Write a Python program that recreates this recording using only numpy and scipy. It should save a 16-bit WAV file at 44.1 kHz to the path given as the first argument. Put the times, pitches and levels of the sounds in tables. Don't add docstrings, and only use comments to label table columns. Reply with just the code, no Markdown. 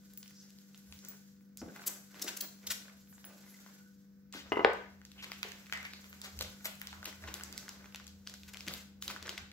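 import sys
import numpy as np
from scipy import signal
from scipy.fft import rfft, irfft, next_fast_len
from scipy.io import wavfile
from scipy.ndimage import uniform_filter1d, map_coordinates

SR = 44100
rng = np.random.default_rng(int(sys.argv[2]) if len(sys.argv) > 2 else 0)


def bounce(signal):
    frames = np.transpose(np.atleast_2d(signal))
    limited = np.clip(frames, -1, 1)
    pcm = np.round(limited * 32767).astype(np.int16)
    wavfile.write(sys.argv[1], SR, pcm)


def volts_from_decibels(level):
    exponent = np.asarray(level, float) / 20
    return 10 ** exponent


N = 419832

# start in seconds, peak in dB, centre in Hz, bright edge in dB.
LARGE_CREASES = [(5.2437, -32.5, 2480, -31), (5.3184, -27.5, 2350, -33), (5.4303, -22.5, 2340, -8),
                 (5.485, -43.5, 4730, -14), (5.725, -22.5, 1880, -30), (5.8294, -34.5, 1860, -22),
                 (5.852, -34, 1970, -38), (5.9353, -34, 2460, -20), (6.2164, -30.5, 4800, -22),
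                 (6.3902, -27, 5000, -23), (6.4099, -23, 3750, -1.5), (6.6555, -22, 2830, -2),
                 (6.659, -25.5, 2450, 7), (6.816, -28, 2010, 4), (7.0563, -27.5, 2940, -5),
                 (7.341, -23, 4350, 6), (7.436, -27, 6900, -6), (7.5782, -22.5, 5470, -1),
                 (7.6811, -36.5, 1390, -2), (7.692, -29.5, 4720, -21), (7.9467, -31.5, 2350, -9),
                 (7.959, -33, 3980, -10), (8.2732, -30, 4440, -11), (8.3397, -35, 4370, -1),
                 (8.5371, -50, 1420, -21), (8.678, -31.5, 2620, -25), (8.6824, -24.5, 3320, -13),
                 (8.738, -27.5, 3540, 7), (9.0243, -26, 3700, 2.5), (9.0796, -23.5, 3730, -2.5),
                 (9.2931, -25, 3600, -18), (9.298, -36, 8000, 0), (9.2705, -34.5, 6000, -8),
                 (9.3778, -30.5, 1910, -23), (9.3805, -32, 3530, -21)]
# start in seconds, peak in dB, centre in Hz, bright edge in dB.
PIN_TICKS = [(0.136, -38, 12640, -9.5), (0.175, -31, 9300, 7), (0.2297, -36, 3800, -31),
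             (0.2596, -46, 2530, -20), (0.279, -38.5, 5540, -22), (0.308, -46.5, 1540, 6),
             (0.5047, -47, 5100, -12), (0.5865, -46.5, 5030, -26), (0.746, -42, 3040, -10),
             (0.7768, -36.5, 11900, -14), (0.9247, -35.5, 2930, -23.5), (0.99, -40.5, 5700, -18.5),
             (1.0495, -32, 5930, 7), (1.086, -29.5, 10300, -18.5), (1.409, -63, 1490, -11),
             (1.5728, -27, 8200, 9), (1.6865, -51.5, 1500, -25), (1.879, -39.5, 1510, -25),
             (1.892, -43, 1420, -25), (1.741, -47, 14800, -20), (1.7619, -37, 1190, 4),
             (1.8187, -41.5, 1440, -18), (1.839, -43, 1500, -20), (3.1808, -50, 1470, -18.5),
             (3.2432, -42.5, 1700, -26), (3.483, -64, 2030, -9), (3.663, -45.5, 1190, -20),
             (4.326, -33.5, 5000, -14), (4.339, -40, 1300, -19), (4.346, -38, 1560, -21),
             (4.734, -40, 6450, -16)]
# start in seconds, peak in dB, centre in Hz.
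DULL_FOLDS = [(1.58, -40, 6600), (3.217, -65, 7000), (3.249, -45, 10900), (5.332, -38.5, 2600),
              (6.374, -48, 5900), (6.938, -44.5, 1200), (6.754, -40, 11000), (6.798, -41, 11000),
              (5.42, -51, 11000), (6.5, -45, 12000), (6.537, -51.5, 1500), (8.749, -36, 6000),
              (7.35, -49, 5000), (8.268, -46, 3000), (8.282, -46, 4220), (8.545, -38, 2020),
              (9.11, -34, 2210), (5.016, -47, 1770), (5.0514, -38, 4770), (5.1173, -41.5, 3160),
              (5.284, -52, 4490), (5.519, -32, 2420), (5.6977, -42, 2060), (6.129, -39, 2300),
              (6.4474, -37, 1290), (6.8715, -32, 3620), (6.929, -36, 1220), (7.029, -38.5, 1100),
              (7.044, -36.5, 4130), (7.2397, -38.5, 1540), (7.3983, -39, 1520), (7.41, -35.5, 1520),
              (7.5266, -32.5, 4400), (7.843, -48, 1520), (8.0681, -38.5, 6200), (8.297, -37.5, 4200),
              (8.434, -40.5, 3450), (8.5713, -35, 3780), (8.607, -31.5, 3660), (8.6669, -38, 2680),
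              (9.1005, -36, 1490), (9.163, -36, 1400), (9.227, -32, 4400), (9.2612, -38, 2100),
              (9.279, -33.5, 1330), (9.516, -44.5, 2020)]
# start in seconds, peak in dB, centre in Hz.
TINY_CREASES = [(1.616, -38.5, 1670), (1.7948, -34.5, 1150), (2.1443, -37, 1470), (2.155, -45, 1340),
                (2.1804, -50, 2050), (2.1866, -43, 2090), (2.1955, -30, 5140), (2.5594, -64, 1490),
                (2.6404, -46, 1490), (2.8816, -39, 1490), (2.8966, -40, 1570), (3.074, -49, 2030),
                (3.127, -45.5, 1470), (3.2036, -54, 1520), (3.386, -49, 4500), (3.543, -48, 2030),
                (3.5895, -46, 1490), (5.1687, -57, 1500), (5.1804, -44, 1490), (5.3004, -40, 1150),
                (5.4464, -47, 2410), (5.66, -40, 2140), (5.6673, -37, 2060), (5.7355, -20, 2080),
                (5.774, -23.5, 1490), (5.8444, -34, 2100), (6.0425, -34, 2130), (6.106, -47, 1530),
                (6.2436, -44, 1590), (6.366, -54, 1500), (6.4624, -52, 1390), (6.6082, -43, 1490),
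                (6.6654, -33, 2370), (6.884, -42, 1150), (7.1276, -34, 1470), (7.224, -41, 1520),
                (7.5894, -44, 5280), (7.7977, -46, 4280), (7.858, -37, 1520), (7.924, -41, 2580),
                (7.9987, -35.5, 1520), (8.0421, -41, 4600), (8.0783, -30.5, 4050), (8.1964, -53, 4500),
                (8.4878, -44, 1430), (8.5556, -39, 1420), (9.2688, -44, 1440)]
# start in seconds, peak in dB, length in seconds, centre in Hz, width over centre.
TEARS = [(1.86, -34, 0.024, 7000, 4.74), (2.215, -25.5, 0.014, 5460, 0.9), (2.273, -26.5, 0.023, 3170, 3),
         (2.24, -44, .008, 9000, 1.7), (2.364, -33.5, 0.013, 5750, 2.9), (2.404, -25, 0.01, 5570, 1.15),
         (2.665, -28, 0.014, 5200, 1.1), (2.698, -23.5, 0.028, 4020, 3.3),
         (4.324, -39.5, 0.097, 3000, 1.36), (5.223, -36, 0.025, 2360, 2.1), (5.479, -45, 0.014, 5460, 1.7),
         (7.052, -29.5, 0.0082, 3450, 2.5), (7.069, -40, .035, 3980, 2), (8.477, -42.5, 0.022, 3300, 2),
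         (8.533, -38, 0.0076, 3500, 2), (6.419, -30, 0.011, 4000, 2.3), (5.726, -32.5, 0.044, 2030, 0.33),
         (5.788, -42, 0.034, 2120, 0.32), (5.846, -35, 0.026, 2110, .4), (6.234, -37, 0.041, 3000, 2.2),
         (6.399, -39, 0.028, 3400, 1.5), (6.643, -33, 0.034, 1990, 10.3), (7.273, -35, 0.019, 1550, 3.2),
         (8.678, -42.5, 0.15, 2880, 3.6), (9.007, -43.5, 0.058, 5700, 1.9), (9.092, -34, 0.028, 2260, 3.8)]
# middle in seconds, level in dB, half length in seconds, centre in Hz.
BRUSHES = [(0.404, -63.5, 0.058, 5500), (0.947, -65, .05, 10300), (1.05, -67, 0.12, 5900),
           (1.6, -57.5, 0.016, 5700), (3.15, -65, 0.021, 7700), (3.125, -61.5, 0.032, 12000),
           (3.31, -67, 0.056, 620), (3.28, -67, 0.02, 7400), (4.9, -77, 0.026, 5100),
           (3.5, -61.5, 0.03, 11700), (5.2, -54, 0.017, 2850), (6.1, -57, .01, 14000),
           (4.5, -63, 0.0087, 5500), (5.95, -59.5, 0.038, 4300), (2.9, -76, 0.076, 650),
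           (2.12, -72, 0.02, 1460)]
# time in seconds, level in dB.
HAND_EFFORT = [(0, -66.5), (1.1, -65.5), (1.3, -69.5), (1.55, -84.5), (1.75, -58.5), (2.06, -65),
               (2.3, -57.5), (2.57, -64), (3.02, -68.5), (3.7, -61), (4.28, -88), (4.96, -76.5),
               (5.27, -61), (7.62, -63), (8.24, -72), (8.72, -57), (8.99, -88), (9.52, -81)]
# peak in seconds, fade in seconds, level in dB.
PRESSES = [(1.07, 0.12, -68), (1.68, 0.39, -75.5), (1.9, 0.13, -63.5), (2.21, 0.21, -57.5),
           (2.43, 0.04, -53), (2.7, 0.28, -64.5), (3.3, 0.33, -73), (3.68, 0.12, -91), (4.55, 0.59, -64),
           (5.22, 0.2, -69.5), (6.06, 0.026, -71), (6.25, 0.08, -63.5), (7.07, 0.042, -54),
           (7.29, 0.2, -61), (7.5, 0.7, -66), (8.29, 0.09, -68), (8.49, 0.061, -85), (8.68, 0.052, -54.5),
           (9.1, 0.15, -55.5), (9.27, 0.14, -54)]
# frequency in Hz, density in dB per Hz.
SKIN_COLOUR = [(150, -11.5), (300, 0.5), (900, -9), (1500, -5.5), (2100, -6.5), (3200, -13.5),
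               (6000, -16.5), (9000, -39), (16000, -23.5)]
# frequency in Hz, density in dB per Hz.
FILM_COLOUR = [(900, -41), (1500, -3), (2200, -10.5), (3500, -5), (6400, -0.5), (9000, -4.5), (13000, -3.5),
               (16500, -7)]
# time in seconds, left lag in samples.
HANDS_LAG = [(0, 1), (1.2, -5), (1.7, 1.5), (2.9, 1.5), (4, 0), (4.5, -7), (5, -5), (7, -5), (7.7, -1),
             (9.5, -1.5)]
# start in seconds, peak in dB, upper modes in dB, slap in dB.
PIN_KNOCKS = [(4.5200, -13.5, -2, -10), (4.531, -26.5, -7, -45), (4.557, -32.5, 4, -42.5),
              (4.5707, -16, -8.5, -43), (4.593, -18, -10, -43), (4.606, -20.5, -18.5, -36),
              (4.617, -29, -13, -37), (4.637, -31, -13, -38), (4.647, -10, -22, 4),
              (4.657, -20.5, -22, -10.5), (4.668, -23.5, -17, -12)]
# frequency in Hz, level in dB, decay (t60) in seconds.
WOOD_MODES = [(290, -30, 0.04), (355, -2, 0.04), (421.5, -1, 0.053), (510, -2.5, .03), (653, -2.5, .025),
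              (755, -2, 0.024), (847, -6.5, 0.022), (966, -4, 0.04), (1246, -10, 0.064),
              (1420, -15.5, 0.014), (1680, -11, .025)]
# frequency in Hz, level in dB, decay (t60) in seconds.
UPPER_WOOD_MODES = [(1900, -7, .025), (2040, 2, .04), (2200, -7, .02), (2845, -2, .045), (2960, -8, .025)]
# centre in Hz, width in Hz, level in dB.
SLAP_BANDS = [(480, 357, 4.5), (886, 400, 0), (1700, 1020, 5.5), (3600, 1500, 9), (7200, 1100, 5.5)]
# start in seconds, peak in dB, pitch in Hz.
DOUGH_THUDS = [(1.617, -34.5, 238), (1.6231, -35, 290), (1.632, -53, 546), (1.66, -50, 480),
               (1.68, -38, 194), (2.244, -39, 330), (4.349, -38.5, 286), (5.448, -40, 408),
               (6.406, -37, 506), (6.655, -39, 618), (8.675, -38, 176)]
# start in seconds, peak in dB, lower mode in dB.
CHARM_TINGS = [
    (0.1751, -37.5, 3),
    (0.9348, -50, -20),
    (1.0859, -36, -10),
    (1.408, -62, 4),
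    (2.414, -28, -8),
    (3.2503, -39.5, 3.5),
    (3.483, -61, -24),
    (4.3475, -59, -35),
]
# centre in Hz, width in Hz, level in dB.
PHONE_GAP = [(1150, 32, -15), (1490, 62, -0.5), (2060, 33, -3)]
# middle in seconds, level in dB, half length in seconds, pitch in Hz.
PALM_SLIDES = [
    (1.697, -60, 0.012, 1530),
    (3.15, -73, .02, 1490),
    (3.48, -70, .015, 2040),
    (3.55, -67, 0.013, 2050),
    (3.83, -69.5, 0.066, 1490),
    (4.37, -57, 0.014, 1530),
]
# frequency in Hz, t60 in seconds.
KITCHEN_T60 = [(100, 0.44), (400, 0.37), (2000, 0.5), (6000, 0.47), (15000, 0.38)]
# frequency in Hz, level in dB.
WALL_RETURN = [(300, -1), (700, 2), (2000, -2.5), (4000, -1.5), (8000, -2), (14000, -6.5)]
# frequency in Hz, left-right correlation.
PORT_LIKENESS = [(60, 0.75), (300, 0.81), (640, 0.49), (1400, 0), (15000, 0)]
# multiple of the shaft speed, level in dB.
SHAFT_ORDERS = [(3, -79.5), (4, -60.5), (5, -92), (6, -80), (8, -87.5), (10, -81), (30.5, -92)]
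# frequency in Hz, density in dB per Hz.
AIR_COLOUR = [(15, -65), (25, -19.5), (107, -13), (194, -7.5), (247, -12.5), (434, -28.5), (484, -27),
              (851, -37.5), (1540, -29), (3100, -43.5), (5610, -36), (9100, -54.5), (15600, -32.5)]
# time in seconds, level in dB.
ROOM_MODE = [(0, -97), (4.2, -84.5), (5, -71), (9.52, -63.5)]
# peak in seconds, fade in seconds, level in dB.
WEIGHT_SHIFTS = [(.93, 0.096, -64), (1.64, 0.072, -58), (2.7, 0.13, -67), (3.07, 0.27, -73),
                 (4.6, 0.52, -61.5), (6.42, 0.16, -54), (6.95, 0.18, -71), (7.27, 0.092, -56),
                 (7.55, 0.2, -70), (8.7, 0.097, -59.5), (9.07, 0.15, -71), (9.41, 0.077, -61)]
# frequency in Hz, level in dB.
PORT_NOTCH = [(7600, 2), (8100, 0.5), (8500, -8.5), (9600, -6), (10800, 0), (12500, 1.5)]
# frequency in Hz, level in dB.
BAND_LIMITS = [(15, -30), (60, 0), (15750, 0), (15900, -32), (16650, -36), (16850, -70)]

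TAUT_HZ = 5900


def crease(burst, hz, edge_db):
    edge = np.clip(edge_db, -26, 6)
    crack = unit(filtered(burst[0], lambda f: resonance(hz, 3.94 * hz)(f) ** 2))
    return unit(two_tone(burst, hz, 1.1, edge) + volts_from_decibels(-1.5) * crack)


def snaps(track, table, t60):
    t = np.arange(512) / SR
    for s, db, hz, edge_db in table:
        burst = 0.25 * rng.standard_normal((2, len(t))) * volts_from_decibels(-60 * t / t60)
        burst[:, 0] = rng.choice([-1, 1])
        late = rng.uniform(0.0002, 0.0012)
        snap = filtered(crease(burst, hz, edge_db), lambda f: 1 + 0.3 * np.exp(-2j * np.pi * f * late))
        gain = volts_from_decibels(db) / abs(snap).max()
        add(track[0], s, gain * snap, rng.normal(1, 2.5))
        jolt = (t == 0) * np.ones((2, 1))
        add(track[1], s, gain * crease(jolt, hz, edge_db))


def dull_edge(hz):
    return -10 + 9 * np.log2(hz / TAUT_HZ)


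def all_creases():
    folds = np.zeros((2, 2, N + SR))
    snaps(folds, [(s, db + 2, hz, edge_db) for s, db, hz, edge_db in LARGE_CREASES], t60=0.008)
    snaps(folds, [(s, db + 2, hz, dull_edge(hz)) for s, db, hz in DULL_FOLDS], t60=0.008)
    snaps(folds, [(s, db - 7.5, hz, dull_edge(hz)) for s, db, hz in TINY_CREASES], t60=0.015)
    snaps(folds, PIN_TICKS, t60=0.011)
    return folds[..., :N]


def rips(track):
    for s, db, length, hz, share in TEARS:
        edge_db = 14.5 * np.log2(hz / TAUT_HZ) + 2.5 * share
        t = np.arange(round(2 * length * SR)) / SR
        rise = 0.0015 + 0.53 * length * (hz / TAUT_HZ) ** 2
        shape = np.minimum(t / rise, 1) * np.exp(-(t / length) ** 6)
        slip_db = 3 * np.minimum(rng.exponential(size=len(t)), 3)
        volley = shape * rng.standard_normal((2, len(t))) * volts_from_decibels(slip_db)
        add(track, s, volts_from_decibels(db - 17) * two_tone(volley, hz, share, edge_db), 2.5)


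def swishes(track):
    for s, db, half, hz in BRUSHES:
        add(track, s - 2 * half, volts_from_decibels(db) * noise_swell(half, hz, 0.4 * hz))


def crackle(spectrum, rate, spread_db, clump):
    chance = rate / SR * np.exp(clump * np.clip(wobble(70), -2, 1.5))
    size = volts_from_decibels(spread_db * np.minimum(rng.exponential(size=N), 3))
    slips = (rng.random(N) < chance) * size * rng.choice([-1, 1], N)
    return unit(filtered(slips, lambda hz: volts_from_decibels(along(spectrum, hz))))


def ring(modes, detune):
    t = np.arange(SR // 5) / SR
    total = 0
    for hz, db, t60 in modes:
        level = volts_from_decibels(db + rng.uniform(-2, 2) - 60 * t / t60)
        total = total + level * np.sin(2 * np.pi * hz * rng.normal(1, detune) * t)
    return total


def slap_response(f):
    flat = sum((-1) ** k * volts_from_decibels(db) * resonance(hz, width)(f) ** 2 for k, (hz, width, db) in enumerate(SLAP_BANDS))
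    return (flat + 1.16 * resonance(2400, 5000)(f)) / (1 + (f / 5600) ** 6)


def pin(track):
    t = np.arange(SR // 5) / SR
    for s, db, top_db, slap_db in PIN_KNOCKS:
        jolt = np.exp(-(t / 0.00006 - 3) ** 2) + 0.15 * rng.standard_normal(len(t)) * volts_from_decibels(-60 * t / 0.02)
        jolt = jolt + 2.04 * np.exp(-((t - 0.00061) / 0.00026) ** 2)
        slap = filtered(jolt, slap_response)
        rattle = unit(filtered(rng.standard_normal(len(t)), lambda f: resonance(700, 800)(f) ** 2))
        clatter = volts_from_decibels(-24 - 60 * t / 0.06) * rattle
        onset = np.minimum(t / 0.002, 1)
        shake = 1 + 0.5 * unit(uniform_filter1d(rng.standard_normal(len(t)), size=120))
        wood = ring(WOOD_MODES, 0.022) + volts_from_decibels(top_db) * shake * onset * ring(UPPER_WOOD_MODES, 0.022 / 3)
        wood = wood * np.sin(np.pi / 2 * np.minimum(t / 0.0007, 1)) ** 2
        knock = volts_from_decibels(-9.5) * wood + clatter * onset - volts_from_decibels(slap_db) * slap / abs(slap).max()
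        add(track, s, volts_from_decibels(db) * knock, 1.8)


def thuds(track):
    t = np.arange(SR // 6) / SR
    for s, db, hz in DOUGH_THUDS:
        puff = unit(filtered(rng.standard_normal(len(t)), lambda f: resonance(1.6 * hz, 1.6 * hz)(f) ** 2))
        push = np.sin(2 * np.pi * hz * t) * volts_from_decibels(-60 * t * hz / 15)
        thud = push + 0.37 * puff * volts_from_decibels(-60 * t / 0.046)
        add(track, s, volts_from_decibels(db) * thud * (1 - np.exp(-t / 0.0013)), 1.2)


def charm(track):
    t = np.arange(SR // 4) / SR

    def cluster(hz, spread_hz):
        return sum(np.sin(2 * np.pi * (f * t + 0.13 * rng.random())) for f in rng.normal(hz, spread_hz, size=3))

    for s, db, low_db in CHARM_TINGS:
        high = cluster(15480, 110) * volts_from_decibels(-60 * t / 0.11)
        low = cluster(10900, 90) * volts_from_decibels(low_db - 6 - 60 * t / 0.06)
        add(track, s, volts_from_decibels(db - 12) * (high + low), 1.5)


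def drones():
    track = np.zeros((2, N))
    for s, db, half, hz in PALM_SLIDES:
        add(track, s - 2 * half, volts_from_decibels(db) * noise_swell(half, hz, 110))
    return track


def phone_gap(x):
    def response(f):
        gap = sum(volts_from_decibels(db) * resonance(hz, width)(f) for hz, width, db in PHONE_GAP)
        return (1j * f / (177 + 1j * f)) ** 2 * (1 + gap)
    return filtered(x, response)


def worktop_lag(x):
    side = np.array([[1], [-1]])
    return filtered(x, lambda f: np.exp(1j * np.pi * f * 0.00027 / (1 + (f / 1720) ** 4) * side))


def kitchen(x):
    out, step = np.zeros((2, N + SR)), SR // 8
    for start in range(0, N, step):
        hz, t, z = signal.stft(rng.standard_normal((2, SR // 2)), SR, nperseg=256)
        turn = likeness_angle(hz)[:, None]
        z = np.cos(turn) * z[0] + np.array([1, -1])[:, None, None] * np.sin(turn) * z[1]
        decay = volts_from_decibels(-60 * t / along(KITCHEN_T60, hz)[:, None])
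        tail = signal.istft(z * decay, SR, nperseg=256)[1]
        tail = tail * np.minimum(0.15 + np.arange(tail.shape[1]) / (0.0046 * SR), 1)
        answer = signal.fftconvolve(x[:, start:start + step], tail / np.linalg.norm(tail[0]), axes=1)
        out[:, start + 130:][:, :answer.shape[1]] += answer
    return filtered(out[:, :N], lambda hz: volts_from_decibels(along(WALL_RETURN, hz)))


def fridge():
    shaft_hz = 49.34 * (1 + 0.00069 * wobble(1.626))
    turn = 2 * np.pi * np.cumsum(shaft_hz) / SR
    lean = np.array([[1], [-1]])
    hum = 0
    for k, db in SHAFT_ORDERS:
        level = volts_from_decibels(db + 2.5 + 0.51 * wobble(6.1) + 1.2 * lean)
        hum = hum + level * np.sin(k * turn + 0.19 * lean)
    return hum


def room_boom():
    gain = volts_from_decibels(curves(ROOM_MODE)[0]) + swells(WEIGHT_SHIFTS, 0.72)
    phase = 2 * np.pi * np.cumsum(79 + 5 * wobble(16)) / SR
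    tone = unit(volts_from_decibels(4 * wobble(11)) * np.sin(phase))
    noise = rng.standard_normal(N) + 0.35 * rng.standard_normal((2, N))
    return gain * volts_from_decibels(-1.5) * (tone + 0.76 * unit(filtered(noise, resonance(52, 45))))


def unit(x):
    return x / np.sqrt(np.mean(x ** 2) + 1e-20)


def along(points, hz):
    f, v = np.transpose(points)
    return np.interp(np.log(hz + 1), np.log(f + 1), v)


def curves(rows):
    s, *cols = np.transpose(rows)
    return [np.interp(np.arange(N) / SR, s, c) for c in cols]


def swells(rows, rise):
    t = np.arange(N) / SR
    total = 0
    for s, fade, db in rows:
        phase = np.clip((t - s) / np.where(t < s, rise * fade, fade), -1, 1)
        total = total + volts_from_decibels(db) * np.cos(np.pi / 2 * phase) ** 2
    return total


def wobble(rate):
    return map_coordinates(rng.standard_normal(int(N * rate / SR) + 4), [np.arange(N) * rate / SR])


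def filtered(x, response):
    m = next_fast_len(x.shape[-1] + 2048)
    return irfft(rfft(x, m) * response(np.fft.rfftfreq(m, 1 / SR)), m)[..., :x.shape[-1]]


def resonance(hz, width_hz):
    return lambda f: 1j * f * width_hz / (hz * hz - f * f + 1j * f * width_hz)


def two_tone(x, hz, share, edge_db):
    body = filtered(x[0], lambda f: resonance(hz, share * hz)(f) ** 2)
    edge = filtered(x[1], lambda f: resonance(11000, 14000)(f) ** 2)
    return unit(body) + volts_from_decibels(edge_db) * unit(edge)


def noise_swell(half, hz, width_hz):
    swell = np.hanning(round(4 * half * SR))
    return swell * unit(filtered(rng.standard_normal(len(swell)), lambda f: resonance(hz, width_hz)(f) ** 2))


def likeness_angle(hz):
    return np.arccos(np.clip(along(PORT_LIKENESS, hz), -1, 1)) / 2


def pair(spectrum):
    def response(hz):
        turn = likeness_angle(hz)
        return volts_from_decibels(along(spectrum, hz)) * np.array([np.cos(turn), np.sin(turn)])
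    mid, side = filtered(rng.standard_normal((2, N)), response)
    return unit(np.array([mid + side, mid - side]))


def add(track, s, sound, pan_db=0):
    track[:, round(s * SR):][:, :len(sound)] += volts_from_decibels(np.array([[0.5], [-0.5]]) * pan_db) * sound


def scene():
    effort_db, = curves(HAND_EFFORT)
    strokes = swells(PRESSES, 0.49)
    rub_gain = volts_from_decibels(-71 + 2.33 * (effort_db + 61.5)) + strokes
    hiss_gain = volts_from_decibels(effort_db) + volts_from_decibels(-9.5) * strokes

    near, torn, wood = np.zeros((3, 2, N + SR))
    rips(torn)
    swishes(torn)
    pin(wood)
    thuds(near)
    charm(near)
    rub = rub_gain * volts_from_decibels(-1) * crackle(SKIN_COLOUR, rate=500, spread_db=4, clump=1.3)
    hiss = hiss_gain * volts_from_decibels(-6) * crackle(FILM_COLOUR, rate=350, spread_db=0.5, clump=1.7)
    near = phone_gap(near[:, :N] + rub + hiss)
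    torn, wood = phone_gap(torn[:, :N]), phone_gap(wood[:, :N])
    heard, scattered = phone_gap(all_creases())

    walls = kitchen(near + volts_from_decibels(-3.5) * torn + volts_from_decibels(-1.5) * scattered + volts_from_decibels(-5) * wood)
    near = near + heard + torn
    lag = (curves(HANDS_LAG)[0] + 2.1 * wobble(25)) / 2
    ports = np.array([map_coordinates(near[k], [np.arange(N) - side * lag], order=3)
                      for k, side in enumerate((1, -1))])
    spread = rub_gain * volts_from_decibels(-3) * pair(SKIN_COLOUR) + hiss_gain * volts_from_decibels(-4.5) * pair(FILM_COLOUR)
    background = fridge() + room_boom() + volts_from_decibels(-69) * pair(AIR_COLOUR)
    return ports + worktop_lag(drones()) + worktop_lag(wood) + walls + spread + background


def low_pass(x):
    return signal.sosfilt(signal.butter(12, 16830, fs=SR, output="sos"), x)


def record(dry):
    mix = filtered(dry, lambda hz: volts_from_decibels(along(PORT_NOTCH, hz) + along(BAND_LIMITS, hz)))
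    return low_pass(mix)


dry = scene()
out = record(dry)
bounce(out)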